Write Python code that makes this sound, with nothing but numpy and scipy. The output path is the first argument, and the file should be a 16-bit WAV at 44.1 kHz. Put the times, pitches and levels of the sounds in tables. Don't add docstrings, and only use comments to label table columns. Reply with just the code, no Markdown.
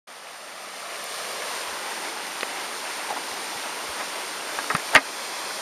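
import sys
import numpy as np
from scipy import signal
from scipy.fft import rfft, irfft, next_fast_len
from scipy.io import wavfile
from scipy.ndimage import uniform_filter1d, map_coordinates

SR = 44100
rng = np.random.default_rng(int(sys.argv[2]) if len(sys.argv) > 2 else 0)


def transcribe(signal):
    frames = np.atleast_2d(signal).T
    limited = np.clip(frames, -1, 1)
    pcm = np.round(limited * 32767).astype(np.int16)
    wavfile.write(sys.argv[1], SR, pcm)


N = 247401


def amp(db):
    return 10 ** (np.asarray(db) / 20)


def unit(x):
    return x / np.sqrt(np.mean(x ** 2) + 1e-20)


def curves(rows):
    times, *columns = np.transpose(rows)
    return [np.interp(np.arange(N) / SR, times, column) for column in columns]


def wobble(rate):
    knots = rng.standard_normal(int(N * rate / SR) + 4)
    return map_coordinates(knots, [np.arange(N) * rate / SR])


def filtered(x, response):
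    size = next_fast_len(N + 8192)
    return irfft(rfft(x, size) * response(np.fft.rfftfreq(size, 1 / SR)), size)[:N]


def coloured(x, points):
    point_hz, db = np.transpose(points)
    return filtered(x, lambda hz: amp(np.interp(np.log(hz + 1), np.log(point_hz), db)))


def reflected(x, path, low_hz, high_hz, order=8):
    delay, strength = curves(path)
    band = filtered(x, lambda hz: 1 / (1 + (hz / high_hz) ** order) / (1 + (low_hz / (hz + 1)) ** 8))
    return x + strength * np.interp(np.arange(N) - delay * SR, np.arange(N), band)


def add(track, s, sound):
    part = track[round(s * SR):][:len(sound)]
    part += sound[:len(part)]


def bubbles(low_hz, high_hz, cycles, spread_db, rise, count, samples):
    when, pitch, chance = rng.random((count, 3)).T[:, :, None]
    hz = low_hz * (high_hz / low_hz) ** pitch
    age = hz * np.arange(samples) / SR / cycles
    ring = np.sin(2 * np.pi * cycles * age * (1 + rise * age / 2)) * amp(-60 * age)
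    gain = amp(-spread_db * np.log(np.maximum(chance, .01))) * hz
    at = (when * N).astype(int) + np.arange(samples)
    return unit(np.bincount(at.ravel(), (gain * ring).ravel(), N)[:N])


def water(near, spectrum, near_db, surge_db):
    blur = unit(coloured(rng.standard_normal(N), spectrum))
    mix = unit(blur + amp(near_db) * unit(coloured(near, spectrum)))
    return mix * amp(surge_db * (wobble(5.07) + wobble(16)))


# (time [s], level [dB])
CREEK_LEVEL = [(0.1, -43.5), (0.55, -40), (0.92, -36.5), (1.12, -35.5), (1.3, -33), (1.53, -32.6),
               (1.72, -33.5), (2.8, -34), (3.6, -33.5), (4.4, -33.5)]
# (frequency [Hz], relative level [dB])
GURGLE_SPECTRUM = [(25, -41), (60, -35), (110, -20), (180, -7), (320, 1), (450, 0), (650, -8), (1200, -47),
                   (3000, -80)]
# (frequency [Hz], relative level [dB])
SPLASH_SPECTRUM = [(30, -32), (100, -48), (200, -35), (400, -17.5), (600, -2), (850, -0.5), (1200, -2),
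                   (1500, -3.5), (2100, -4.5), (3000, -8), (4500, -26.5), (9000, -76)]
# (frequency [Hz], relative level [dB])
SPRAY_SPECTRUM = [(100, -57), (1000, -26), (2500, -5.5), (3500, -0.5), (4700, -1), (6000, -2.5),
                  (6700, -5.5), (7500, -3.5), (8700, 0), (9500, -2.5), (10700, -9.5), (12000, -11),
                  (13000, -14), (15000, -20)]
def creek():
    flow_db, = curves(CREEK_LEVEL)
    swell_db = flow_db - flow_db[-1]
    large = bubbles(160, 765, cycles=20, spread_db=-1, rise=0.33, count=700, samples=3000)
    middle = bubbles(461, 3650, cycles=30, spread_db=2.5, rise=0.2, count=3200, samples=1400)
    fine = bubbles(3300, 14000, cycles=5.8, spread_db=7, rise=0.1, count=16000, samples=100)
    gurgle = amp(-12 + 0.044 * swell_db) * water(large, GURGLE_SPECTRUM, near_db=-2.5, surge_db=0.5)
    splash = amp(-1) * water(middle, SPLASH_SPECTRUM, near_db=-5, surge_db=0.58)
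    spray = amp(-3 + 0.11 * swell_db) * water(fine, SPRAY_SPECTRUM, near_db=-12.5, surge_db=0.5)
    return amp(flow_db) * (gurgle + splash + spray)


# (time [s], delay [s], strength [0-1])
GROUND_ECHO = [(0.27, 0.0016, 0.44), (0.67, 0.0016, 0.43), (1.1, 0.0017, 0.65), (1.5, 0.0018, 0.39),
               (2.2, 0.0024, 0.1), (3.3, 0.0021, 0.18), (4.4, 0.00195, 0.26), (5.3, 0.0019, 0.19)]
def ground(rush):
    return reflected(rush, GROUND_ECHO, low_hz=120, high_hz=1220, order=3)


# (time [s], level [dB], pitch [Hz])
CASE_TICKS = [(1.0417, -19, 10800), (1.3175, -26, 12300), (1.498, -32, 11500), (4.7484, -16, 9350),
              (4.7665, -16, 9350), (4.9489, -1.5, 9350), (4.96, -7, 9350), (4.967, -16, 9350)]
def ticks(t60=0.0033, crack_db=-6):
    track, t = np.zeros(N), np.arange(SR // 50) / SR
    for s, db, hz in CASE_TICKS:
        band = signal.butter(2, [hz * .65, hz * 1.2], "band", fs=SR)
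        crack = amp(crack_db) * signal.lfilter(*band, rng.standard_normal(len(t)))
        ring = np.sin(2 * np.pi * hz * t)
        add(track, s, amp(db - 60 * t / t60) * (ring + crack))
    return track


# (time [s], drive level [dB], pitch [Hz])
HAND_BUMPS = [(1.679, -43, 62), (1.715, -44, 70), (1.77, -54, 60), (2.4307, -7, 516), (3.314, -41, 84),
              (3.553, -35, 123), (3.890, -34, 70), (4.575, -42, 75), (4.7466, -10, 168), (4.953, -12, 133),
              (4.974, -12, 278)]
def bumps(decay_cycles=5.2):
    track, t = np.zeros(N), np.arange(SR // 2) / SR
    for s, db, hz in HAND_BUMPS:
        envelope = amp(db - 60 * t * hz / decay_cycles) * (1 - np.exp(-2 * hz * t))
        sway = envelope * np.sin(2 * np.pi * hz * t)
        low_cut = signal.butter(1, hz / 2, "high", fs=SR)
        add(track, s, signal.lfilter(*low_cut, sway))
    return track


# (frequency [Hz], relative level [dB], t60 [s])
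CASE_MODES = [(275, 1, 0.12), (430, -2, 0.1), (610, -1.5, 0.084), (707, -4, 0.053), (855, 0, 0.049),
              (992, -3.5, 0.059), (1232, 5, 0.051), (1460, -11, 0.038), (1630, 4, 0.074), (1892, 6.5, 0.06),
              (2085, -3, 0.064), (2186, -5, 0.057), (2530, 6, 0.031), (4717, -1, 0.076)]
def contact(hz, cycles, top_hz, ring_db, rise_cycles=0.53, crack_cycles=30, crack_db=-6):
    t = np.arange(SR // 6) / SR
    envelope = amp(-60 * t * hz / cycles) * (1 - np.exp(-t * hz / rise_cycles))
    push = envelope * np.sin(2 * np.pi * hz * t)
    ring = sum((-1) ** k * amp(db + rng.normal(0, 1.36) - 60 * t / t60) * np.sin(2 * np.pi * mode_hz * t)
               for k, (mode_hz, db, t60) in enumerate(CASE_MODES))
    crack = amp(crack_db - 60 * t * hz / crack_cycles) * rng.standard_normal(len(t))
    low_cut = signal.butter(2, hz / 2.82, "high", fs=SR)
    high_cut = signal.butter(3, top_hz, fs=SR)
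    radiated = signal.lfilter(*low_cut, push + crack + amp(ring_db) * ring)
    blow = signal.lfilter(*high_cut, radiated)
    return blow / np.abs(blow).max()


# (time [s], peak [dB], pitch [Hz], length [cycles], treble limit [Hz], ring [dB], loss per rebound [dB])
CASE_KNOCKS = [(2.409, -15, 3740, 5, 6500, -33, 17), (2.4309, -10, 2000, 9.6, 3200, -35, 26),
               (3.1057, -15.5, 845, 18, 1400, -33, 22), (3.1122, -22.5, 890, 16, 1800, -30, 16),
               (3.127, -21, 696, 12, 1400, -26, 17), (3.1697, -23, 990, 26, 3000, -24, 12),
               (4.009, -22, 1700, 11, 2500, -26, 15), (4.5868, -19, 1650, 10, 2400, -23, 18),
               (4.588, -15, 1100, 7, 2000, -24.5, 13.5), (4.6435, -23, 1400, 16, 2300, -24, 8),
               (4.701, -12, 1910, 17, 2300, -23, 4), (4.703, -13, 1250, 20, 2000, -24, 12),
               (4.7125, -18, 1260, 16, 2200, -27, 8), (4.7503, -7.5, 1300, 16, 4000, -19.5, 20),
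               (4.758, -16, 1800, 16, 2600, -23, 9), (4.934, -18, 800, 20, 2200, -19, 7),
               (4.945, -13, 1450, 14, 2400, -22, 14), (4.951, 8, 1770, 11, 3200, -22.5, 24),
               (4.9524, 2.5, 2440, 14, 3800, -26, 24), (4.9587, 7, 1840, 11, 3080, -21, 18),
               (4.962, 4, 2130, 10, 3070, -23, 24), (4.9665, -1.5, 2310, 4.9, 3500, -20, 22),
               (4.9692, -11, 1700, 13, 2500, -17, 11), (4.974, -8, 2200, 5.8, 3200, -22, 10),
               (4.978, -6.5, 1650, 14, 2600, -23, 12), (4.988, -18, 1600, 13, 2200, -21, 16)]
def knocks(contacts=6, rebound_s=0.0072, scatter_s=0.00057, pitch_ratio=0.834):
    track = np.zeros(N)
    for s, db, hz, cycles, top_hz, ring_db, loss_db in CASE_KNOCKS:
        for k in range(contacts):
            late = k * rebound_s + (k > 0) * scatter_s * rng.standard_normal()
            softer = pitch_ratio ** k
            blow = contact(hz * softer, cycles, top_hz * softer, ring_db)
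            add(track, s + late, amp(db - k * loss_db) * blow)
    return track


# (middle time [s], half length [s], level [dB])
HAND_RUBS = [(3.04, 0.059, -41), (3.108, 0.017, -32.5), (3.172, 0.016, -34), (4.003, 0.018, -32.5),
             (4.95, 0.037, -28.5)]
def rubs(centre_hz=880, width_hz=330):
    t = np.arange(N) / SR
    resonance = lambda hz: hz * width_hz / (centre_hz ** 2 - hz ** 2 + 1j * hz * width_hz)
    scrape = unit(filtered(rng.standard_normal(N), resonance))
    swells = sum(amp(db) * np.exp(-((t - s) / half) ** 2) for s, half, db in HAND_RUBS)
    return scrape * swells


# (frequency [Hz], relative gain [dB])
SLEEVE_COLOUR = [(700, 1.5), (1000, 1.5), (1500, 2), (2400, 1.5), (2900, -2), (3400, 2), (3900, 1),
                 (4400, 4.5), (5500, 3), (6500, 2.5), (7200, 2.5), (9000, 1)]
# (time [s], delay [s], strength [0-1])
SLEEVE_BOUNCE = [(3.7, .0014, 0.1), (4.3, 0.0015, 0.15), (4.8, 0.0013, 0.2), (5.15, 0.0012, 0.45),
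                 (5.6, 0.00122, 0.3)]
def sleeve(rush, from_s=4.44, approach_s=0.84, least_close=0.28, shade_db=-0.5):
    close = np.clip((np.arange(N) / SR - from_s) / approach_s, least_close, 1)
    tinted = (1 - close) * rush + close * amp(shade_db) * coloured(rush, SLEEVE_COLOUR)
    return reflected(tinted, SLEEVE_BOUNCE, low_hz=2620, high_hz=4250)


def scene():
    rush = sleeve(ground(creek()))
    return np.tile(rush + knocks() + ticks() + rubs() + bumps(), (2, 1))


def gain_control(x, half_duck_rms=0.22, depth_db=4, release_s=0.31):
    rms = np.sqrt(np.abs(uniform_filter1d(x ** 2, SR // 100)))
    duck = np.clip(rms / half_duck_rms - 0.5, 0, 1)
    age = np.arange(N) / SR / release_s
    held = np.exp(np.maximum.accumulate(np.log(duck + 1e-9) + age) - age)
    return x * amp(-depth_db * held)


def record(dry, notch_hz=7910, notch_width_hz=540, start_s=0.07, ceiling=0.72, top_hz=15200):
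    notch = lambda hz: (hz - notch_hz) ** 2 / ((hz - notch_hz) ** 2 + (notch_width_hz / 2) ** 2)
    awake = np.clip((np.arange(N) / SR - start_s) / 0.0096, 0, 1)
    ducked = gain_control(filtered(dry[0], notch)) * awake
    clipped = ducked / (1 + (ducked / ceiling) ** 12) ** (1 / 12)
    return np.tile(filtered(clipped, lambda hz: hz < top_hz), (2, 1))


dry = scene()
out = record(dry)
transcribe(out)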